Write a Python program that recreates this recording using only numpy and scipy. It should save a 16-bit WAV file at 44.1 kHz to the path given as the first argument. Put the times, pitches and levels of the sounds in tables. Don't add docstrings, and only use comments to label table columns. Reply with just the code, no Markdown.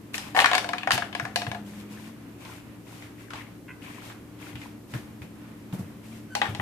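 import sys
import numpy as np
from scipy import signal
from scipy.fft import rfft, irfft, next_fast_len
from scipy.io import wavfile
from scipy.ndimage import map_coordinates

SR = 44100
rng = np.random.default_rng(int(sys.argv[2]) if len(sys.argv) > 2 else 0)


def to_wav(s):
    ch = np.atleast_2d(s).T
    pcm = np.round(np.clip(ch, -1, 1) * 32767)
    wavfile.write(sys.argv[1], SR, pcm.astype(np.int16))


N = 291501


def amp(db):
    return 10 ** (np.asarray(db) / 20)


def unit(x):
    return x / np.sqrt(np.mean(x ** 2) + 1e-20)


def along(points, hz):
    f, value = np.transpose(points)
    return np.interp(np.log(hz + 1), np.log(f + 1), value)


def curves(rows):
    s, *columns = np.transpose(rows)
    return [np.interp(np.arange(N) / SR, s, column) for column in columns]


def wobble(rate):
    knots = rng.standard_normal(int(N * rate / SR) + 4)
    return map_coordinates(knots, [np.arange(N) * rate / SR])


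def glide(start, length, attack, release):
    t = np.arange(N) / SR - start
    return np.clip(t / attack, 0, 1) * np.exp(-np.maximum(t - length, 0) / release)


def filtered(x, response):
    n = x.shape[-1]
    m = next_fast_len(n + 4096)
    return irfft(rfft(x, m) * response(np.fft.rfftfreq(m, 1 / SR)), m)[..., :n]


def causal(x, gain_db, size=2048):
    cepstrum = irfft(np.log(amp(gain_db(np.fft.rfftfreq(size, 1 / SR)))))
    cepstrum[1:size // 2] *= 2
    cepstrum[size // 2 + 1:] = 0
    impulse = irfft(np.exp(rfft(cepstrum)))
    return signal.fftconvolve(x, impulse[None], axes=1)[:, :x.shape[1]]


# (f/Hz, correlation)
STEREO_LIKENESS = [(100, 0.97), (300, 0.77), (800, 0.47), (2300, 0.054)]


def spread(pair):
    turn = lambda hz: np.arccos(np.clip(along(STEREO_LIKENESS, hz), -1, 1)) / 2
    mid, side = filtered(pair, lambda hz: np.array([np.cos(turn(hz)), np.sin(turn(hz))]))
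    return np.array([mid + side, mid - side])


def noise(n):
    return spread(rng.standard_normal((2, n)))


def pan(x, left_db):
    return x * amp([[left_db / 2], [-left_db / 2]])


def add(track, s, x):
    start = int(np.clip(round(s * SR), 0, N - 1))
    track[:, start:start + x.shape[1]] += x[:, :N - start]


# (f/Hz, t60/s)
KITCHEN_DECAY = [(200, 1), (1000, 0.38), (4000, 0.3), (12000, 0.37)]


def room_tail(n):
    hz, t, grid = signal.stft(noise(n), SR, nperseg=256)
    decay = amp(-60 * t / along(KITCHEN_DECAY, hz)[:, None])
    tail = signal.istft(grid * decay, SR, nperseg=256)[1][:, :n]
    return unit(tail) / np.sqrt(n)


# (f/Hz, relative level/dB)
AIR_COLOUR = [(300, -14), (1000, 3.5), (2600, -1.5), (5000, -15.5), (14000, -38)]


def air(level_db=-58):
    hiss = unit(filtered(noise(N), lambda f: amp(along(AIR_COLOUR, f))))
    return amp(level_db + 2.3 * wobble(6.6)) * hiss


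# (f/Hz, relative level/dB)
RUMBLE_COLOUR = [(25, -29), (75, -10), (110, -10.5), (170, -8), (290, -5.5), (380, -12.5), (620, -21),
                 (1500, -38)]
# (f/Hz, level/dB)
HUM_LINES = [(112, -52.5), (177, -59.5), (297, -53)]
# (t/s, f/Hz, level/dB)
DRONE_PATH = [(.7, 208.5, -52), (1.8, 206.8, -43.5), (2.1, 219.7, -46.5), (2.4, 222, -75),
              (6.1, 217.6, -47.5)]


def hum(rumble_db=-47, waver_hz=1.36):
    tone = lambda hz: np.sqrt(2) * np.sin(2 * np.pi * np.cumsum(hz) / SR)
    lines = sum(amp(db + wobble(4.3)) * tone(hz + waver_hz * wobble(12)) for hz, db in HUM_LINES)
    pitch, level = curves(DRONE_PATH)
    drone = amp(level + 1.8 * wobble(14)) * tone(pitch + 4 * wobble(25))
    rumble = amp(rumble_db) * unit(filtered(noise(N), lambda f: amp(along(RUMBLE_COLOUR, f))))
    return pan(lines + drone + rumble, left_db=1.16)


# (t/s, length/s, level/dB, mean slip rate f/Hz)
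FINGER_SQUEAKS = [(3.677, .07, -44, 509), (6.296, 0.11, -50, 1525)]
# (f/Hz, relative level/dB)
SQUEAK_COLOUR = [(500, -28), (1000, -5), (1550, 1), (2550, -2), (3200, -19)]


def squeaks(harmonics=6, jitter_hz=22):
    out, t = np.zeros((2, N)), np.arange(SR // 4) / SR
    for s, length, db, hz in FINGER_SQUEAKS:
        phase = 2 * np.pi * np.cumsum(hz + jitter_hz * wobble(400)[:len(t)]) / SR
        tone = sum(amp(along(SQUEAK_COLOUR, k * hz)) * np.sin(k * phase) for k in range(1, harmonics + 1))
        grip = amp(4 * wobble(380)[:len(t)])
        swell = np.sin(np.pi * np.minimum(t / length, 1) ** 0.6) ** 2
        slip = amp(db) * unit(tone) * grip * swell
        echo = signal.fftconvolve(slip[None], room_tail(len(t)), axes=1)[:, :len(t)]
        add(out, s, slip + .5 * echo)
    return out


# (t/s, level/dB before the shared trim, f/Hz)
BASIN_BUMPS = [(0.929, -27, 126), (1.214, -27.5, 122), (1.466, -26.5, 117), (4.533, -33.5, 120),
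               (4.932, -21.5, 122), (5.208, -29.5, 116), (5.722, -22, 190), (5.779, -24.5, 183),
               (6.48, -24, 106), (6.585, -23.5, 112)]


def bumps(trim_db=6, t60=0.12, rise_s=0.015, basin_hz=122, basin_db=-6, thud_db=-8, after_db=-26, after_t60=1.0):
    out, t = np.zeros((2, N)), np.arange(SR // 2) / SR
    thud_colour = [(40, -29), (90, 23.5), (200, 13), (3000, -17)]  # (f/Hz, relative level/dB)
    for s, db, hz in BASIN_BUMPS:
        basin_note = amp(basin_db) * np.sin(2 * np.pi * basin_hz * t)
        swing = unit(np.sin(2 * np.pi * hz * t) + basin_note) / np.sqrt(2)
        thud = unit(filtered(noise(len(t)), lambda f: amp(along(thud_colour, f))))
        push = amp(-60 * t / t60) * (swing + amp(thud_db) * thud)
        linger = amp(after_db - 60 * t / after_t60) * thud
        add(out, s, amp(db + trim_db) * (1 - np.exp(-(t / rise_s) ** 2)) * (push + linger))
    return pan(out, left_db=1.5)


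# (t/s, level/dB before the shared trim, pocket pitch f/Hz)
WET_SLAPS = [(2.45, -33.5, 1000), (3.023, -37, 2010), (3.305, -31, 1360), (3.335, -28.5, 980),
             (3.356, -32.5, 980), (4.1, -35.5, 1500), (4.555, -33, 2780), (4.616, -35, 2150),
             (4.938, -28, 1750), (5.219, -37.5, 2400), (5.726, -37, 900)]
# (f/Hz, relative level/dB)
CONTACT_COLOUR = [(50, -41), (300, -11), (720, -2), (2900, -2), (10000, -20.5), (15000, -32.5)]


def slaps(trim_db=-10, t60=0.27, tick_db=4, tick_t60=0.013, pitch_db=11):
    out, t = np.zeros((2, N)), np.arange(SR // 4) / SR
    decay = amp(-60 * t / t60) + amp(tick_db - 60 * t / tick_t60)
    for s, db, hz in WET_SLAPS:
        burst = noise(len(t)) * amp(2 * rng.standard_normal(len(t)))
        pocket = lambda f: along(CONTACT_COLOUR, f) + pitch_db / (1 + ((f - hz) / (0.22 * hz)) ** 2)
        add(out, s, amp(db + trim_db) * decay * unit(causal(burst, pocket)))
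    return pan(out, left_db=2.0)


def pops(per_s=220, hz=1900, cycles=14):
    draws, t = rng.random((3000, 3)), np.arange(SR // 50) / SR
    start = (np.cumsum(-np.log(1 - draws[:, 0])) / per_s * SR).astype(int)
    turns = hz * 2 ** (2 * draws[:, 1:2] - 1) * t
    size = -np.log(1 - draws[:, 2:])
    ring = size * np.sin(2 * np.pi * turns) * amp(-60 * turns / (2 * cycles))
    place = start[:, None] + np.arange(len(t))
    return unit(np.bincount(place.ravel(), ring.ravel(), N)[:N])


# (t/s, length/s, squelch level/dB, sticky squish level/dB)
HAND_STROKES = [(0.155, 0.13, -46.5, -51), (1.633, .17, -57.5, -61), (1.882, 0.2, -56.5, -56),
                (2.376, 0.18, -53.5, -52), (2.84, 0.2, -57.5, -59), (3.164, .08, -68, -53.5),
                (3.332, 0.064, -57, -45), (3.802, 0.17, -55, -48), (4.01, 0.085, -52.5, -71),
                (4.377, 0.12, -52.5, -50), (4.572, 0.074, -55.5, -70), (4.877, 0.12, -55.5, -67),
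                (6.019, 0.16, -58.5, -59.5)]
# (f/Hz, relative level/dB)
SQUELCH_COLOUR = [(300, -3), (850, 6.5), (1400, -8), (2350, 0.5), (3700, -1), (7000, -33)]
# (f/Hz, relative level/dB)
HISS_COLOUR = [(1500, 16.1), (8000, 12.5), (14000, 8.7)]
STROKE_ATTACK_S, STROKE_RELEASE_S = 0.042, 0.048
SKID_ATTACK_S, SKID_RELEASE_S = 0.032, 0.014
SQUISH_HZ, SQUISH_WIDTH_HZ = 2220, 380
HISS_BASE_DB, HISS_GROWS = -30, 0.4
SKID_SQUELCH_DB = -22


def rummage(grain_db=-8, sticks_per_s=500, grip_db=1.1, crackle_db=-6):
    squelch, squish, hiss = np.zeros((3, N))
    for s, length, squelch_db, squish_db in HAND_STROKES:
        speed = glide(s, length, STROKE_ATTACK_S, STROKE_RELEASE_S)
        squelch += amp(squelch_db) * speed
        squish += amp(squish_db) * speed
        hiss += amp(HISS_BASE_DB + HISS_GROWS * squelch_db) * speed
    for s, length, _, _, scrape_db in FISH_SKIDS:
        speed = glide(s, length, SKID_ATTACK_S, SKID_RELEASE_S)
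        squelch += amp(scrape_db + SKID_SQUELCH_DB) * speed
        hiss += amp(scrape_db) * speed
    stick_size = amp(3 * rng.exponential(size=N).clip(0, 2))
    sticks = (rng.random(N) < sticks_per_s / SR) * stick_size * rng.standard_normal((2, N))
    skin = lambda: noise(N) + amp(grain_db) * unit(spread(np.array([pops(), pops()])))
    flutter = amp(1.5 * wobble(40))
    resonance = lambda f: 1 / (1 + 1j * (f - SQUISH_HZ) / (2 * SQUISH_WIDTH_HZ)) ** 2
    body = squelch * unit(filtered(skin(), lambda f: amp(along(SQUELCH_COLOUR, f))))
    pocket = squish * unit(filtered(skin(), resonance))
    crackle = noise(N) + amp(crackle_db) * unit(sticks)
    fizz = hiss * unit(filtered(crackle, lambda f: amp(along(HISS_COLOUR, f))))
    wet = pan(flutter * (body + pocket), left_db=6.0)
    return amp(grip_db * wobble(22)) * (wet + pan(fizz, left_db=1))


def board_clack(t, hz, t60=0.025, lower=0.616, lower_db=-3):
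    cycles = np.sin(2 * np.pi * hz * t) + amp(lower_db) * np.sin(2 * np.pi * lower * hz * t)
    return unit(cycles * amp(-60 * t / t60) * (1 - np.exp(-t * hz)))


# (multiple of the note, level/dB, t60/s)
PANEL_MODES = [(1.001, 6, 0.13), (1.09, -9, 0.22), (1.237, -5, 0.11)]
# (f/Hz, level/dB, t60/s)
BASIN_MODES = [(1710, -11, 0.22), (2231, 3, 0.041), (2490, -6, 0.067), (4310, -14, 0.16)]
BOARD_OVER_PANEL = 2.4


def blow(t, walls, panel_hz, chatter_t60=0.024, chatter_db=2.5, ring_db=-3, board_db=-4, room_db=3,
         ripple_db=3, lead_s=0.00015, count=90):
    click = np.zeros((2, len(t)))
    click[0, 0] = click[1, int(lead_s * SR)] = 1
    chatter = unit(noise(len(t)) * amp(-60 * t / chatter_t60)) / np.sqrt(len(t))
    panel = [(k * panel_hz, db, t60) for k, db, t60 in PANEL_MODES]
    hz, db, t60 = np.transpose(panel + BASIN_MODES)[:, :, None]
    strength = amp(db + 2.5 * rng.standard_normal(hz.shape) - 60 * t / t60) * (1 - np.exp(-t * hz / 2))
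    hz = hz * (1 + .008 * rng.standard_normal(hz.shape))
    phase = rng.standard_normal((2, len(hz), 1)) * np.minimum(hz / 2500, 2)
    ear_time = t - np.array([0, lead_s])[:, None, None]
    ring = np.sum(strength * np.sin(2 * np.pi * hz * ear_time + phase), axis=1)
    ripple = ripple_db * rng.uniform(-np.sqrt(3), np.sqrt(3), count)
    uneven = lambda f: np.interp(f, np.linspace(0, SR / 2, count), ripple) * np.minimum(f / 1000, 1)
    colour = lambda f: along(CONTACT_COLOUR, f) + uneven(f)
    echo = (walls + room_tail(len(t))) / np.sqrt(2)
    crack = causal(click + amp(chatter_db) * chatter + amp(room_db) * echo, colour)
    clack = board_clack(t, BOARD_OVER_PANEL * panel_hz)
    board = signal.fftconvolve(click, clack[None], axes=1)[:, :len(t)]
    return unit(crack) + amp(board_db) * board + amp(ring_db) * unit(ring)


def weigh(hit, boom, clack, bite, snap):
    bands = [(600, 950), (1100, 2200), (2300, 4000), (4200, 14000)]
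    attack = round(.03 * SR)
    hz = np.fft.rfftfreq(attack, 1 / SR)
    power = 2 * np.abs(rfft(hit[:, :attack].mean(0)) / attack) ** 2
    own = [10 * np.log10(power[(hz > lo) & (hz < hi)].sum()) for lo, hi in bands]
    low, mid, upper, high = np.array([boom, clack, bite, snap]) - own
    gains = [(300, (low + mid) / 2), (650, low), (880, low), (1200, mid), (1900, mid),
             (2600, upper), (3400, upper), (5200, high)]
    return causal(hit, lambda f: along(gains, f))


# (t/s, length/s, boom level/dB, clack level/dB, scrape level/dB)
FISH_SKIDS = [(0.131, 0.02, -65, -70, -29.5), (0.348, 0.071, -25, -31, -35),
              (0.911, 0.036, -35.5, -39, -28.5), (6.424, .05, -39, -38, -53)]
SKID_BITE_DB, SKID_SNAP_DB = -9.5, -13.5


def skids(walls, catches_per_s=190, scatter_db=2.0, panel_hz=790, spots=3):
    out, t = np.zeros((2, N)), np.arange(SR // 4) / SR
    for s, length, boom, clack, _ in FISH_SKIDS:
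        for _ in range(spots):
            spot_hz = panel_hz * np.exp(0.05 * rng.standard_normal())
            hit = weigh(blow(t, walls, spot_hz), boom, clack, clack + SKID_BITE_DB, clack + SKID_SNAP_DB)
            when = (np.arange(32) + rng.random(32)) * spots / catches_per_s
            size = amp(scatter_db * rng.standard_normal(32))
            size = size * (when < length) * np.minimum(1.5 + when / SKID_ATTACK_S, 1)
            catches = np.bincount((when * SR).astype(int), size)
            catches = catches / (np.linalg.norm(size) * np.sqrt(spots) + 1e-9)
            add(out, s, signal.fftconvolve(hit, catches[None], axes=1))
    return out


# (t/s, low boom level/dB, mid clack level/dB, upper bite level/dB, treble snap level/dB)
KNIFE_AND_FISH_KNOCKS = [(.1431, -68, -43.5, -41.5, -49.5), (.18, -51.5, -43.5, -45.5, -41.5),
                         (.3645, -39, -31, -40, -51), (0.3739, -21.5, -35, -42, -44),
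                         (0.3899, -48, -24, -29.5, -42), (.402, -33, -31.5, -29, -34.5),
                         (.4195, -32, -39, -35, -46), (0.444, -28.5, -23.5, -29.5, -39),
                         (.459, -35, -25.5, -33.5, -35), (.5145, -30, -34.5, -35, -45),
                         (0.5327, -28, -29.5, -36, -41.5), (.544, -40, -36, -36, -45),
                         (0.5516, -29.5, -30.5, -34, -34), (.5806, -35, -33, -36.5, -37.5),
                         (.6449, -39, -39, -47, -50), (.6906, -35, -42, -42.5, -47),
                         (.734, -36.5, -32.5, -43, -49), (0.7825, -48, -47, -39.5, -51.5),
                         (.833, -46, -43.5, -43.5, -59), (0.8738, -28.5, -32.5, -45, -50),
                         (0.9073, -33.5, -25, -33.5, -39), (0.9181, -44, -33.5, -28.5, -31.5),
                         (0.9786, -32, -36, -37.5, -42.5), (1.0224, -40.5, -33, -46, -62),
                         (1.1284, -53, -51, -48, -61), (1.1505, -39, -39.5, -43, -48.5),
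                         (1.198, -42, -34, -46.5, -49), (1.252, -41.5, -38.5, -50, -53),
                         (1.3596, -31.5, -34, -35, -35.5), (1.4188, -37.5, -42.5, -44.5, -51),
                         (1.4671, -42, -42.5, -47.5, -57), (1.5157, -39.5, -42.5, -48.5, -52.5),
                         (1.5477, -40, -45.5, -54.5, -60), (6.352, -34.5, -38, -38.5, -38),
                         (6.4165, -28.5, -29.5, -32.5, -46.5), (6.549, -45, -49, -46.5, -51),
                         (6.5978, -37.5, -38.5, -46.5, -82)]
# (t/s, f/Hz)
STRUCK_NOTE = [(.4, 768.6), (.69, 694), (.874, 786), (.98, 703), (1.6, 706.5), (6.35, 816)]


def knocks(walls):
    out, t = np.zeros((2, N)), np.arange(SR // 4) / SR
    for s, *levels in KNIFE_AND_FISH_KNOCKS:
        note_hz = np.interp(s, *np.transpose(STRUCK_NOTE))
        add(out, s, weigh(blow(t, walls, note_hz), *levels))
    return out


# (f/Hz, left over right level/dB)
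CLATTER_LEAN = [(600, 1.4), (2000, 7), (6000, 2.5)]


def scene():
    walls = room_tail(SR // 4)
    lean = lambda f: amp(np.outer([.5, -.5], along(CLATTER_LEAN, f)))
    clatter = filtered(knocks(walls) + skids(walls), lean)
    return air() + hum() + squeaks() + bumps() + slaps() + rummage() + clatter


TOP_HZ = 14700


def record(dry):
    rounded = dry / (1 + np.abs(dry / .9) ** 6) ** (1 / 6)
    return filtered(rounded, lambda hz: 1 / np.sqrt(1 + (hz / TOP_HZ) ** 160))


dry = scene()
out = record(dry)
to_wav(out)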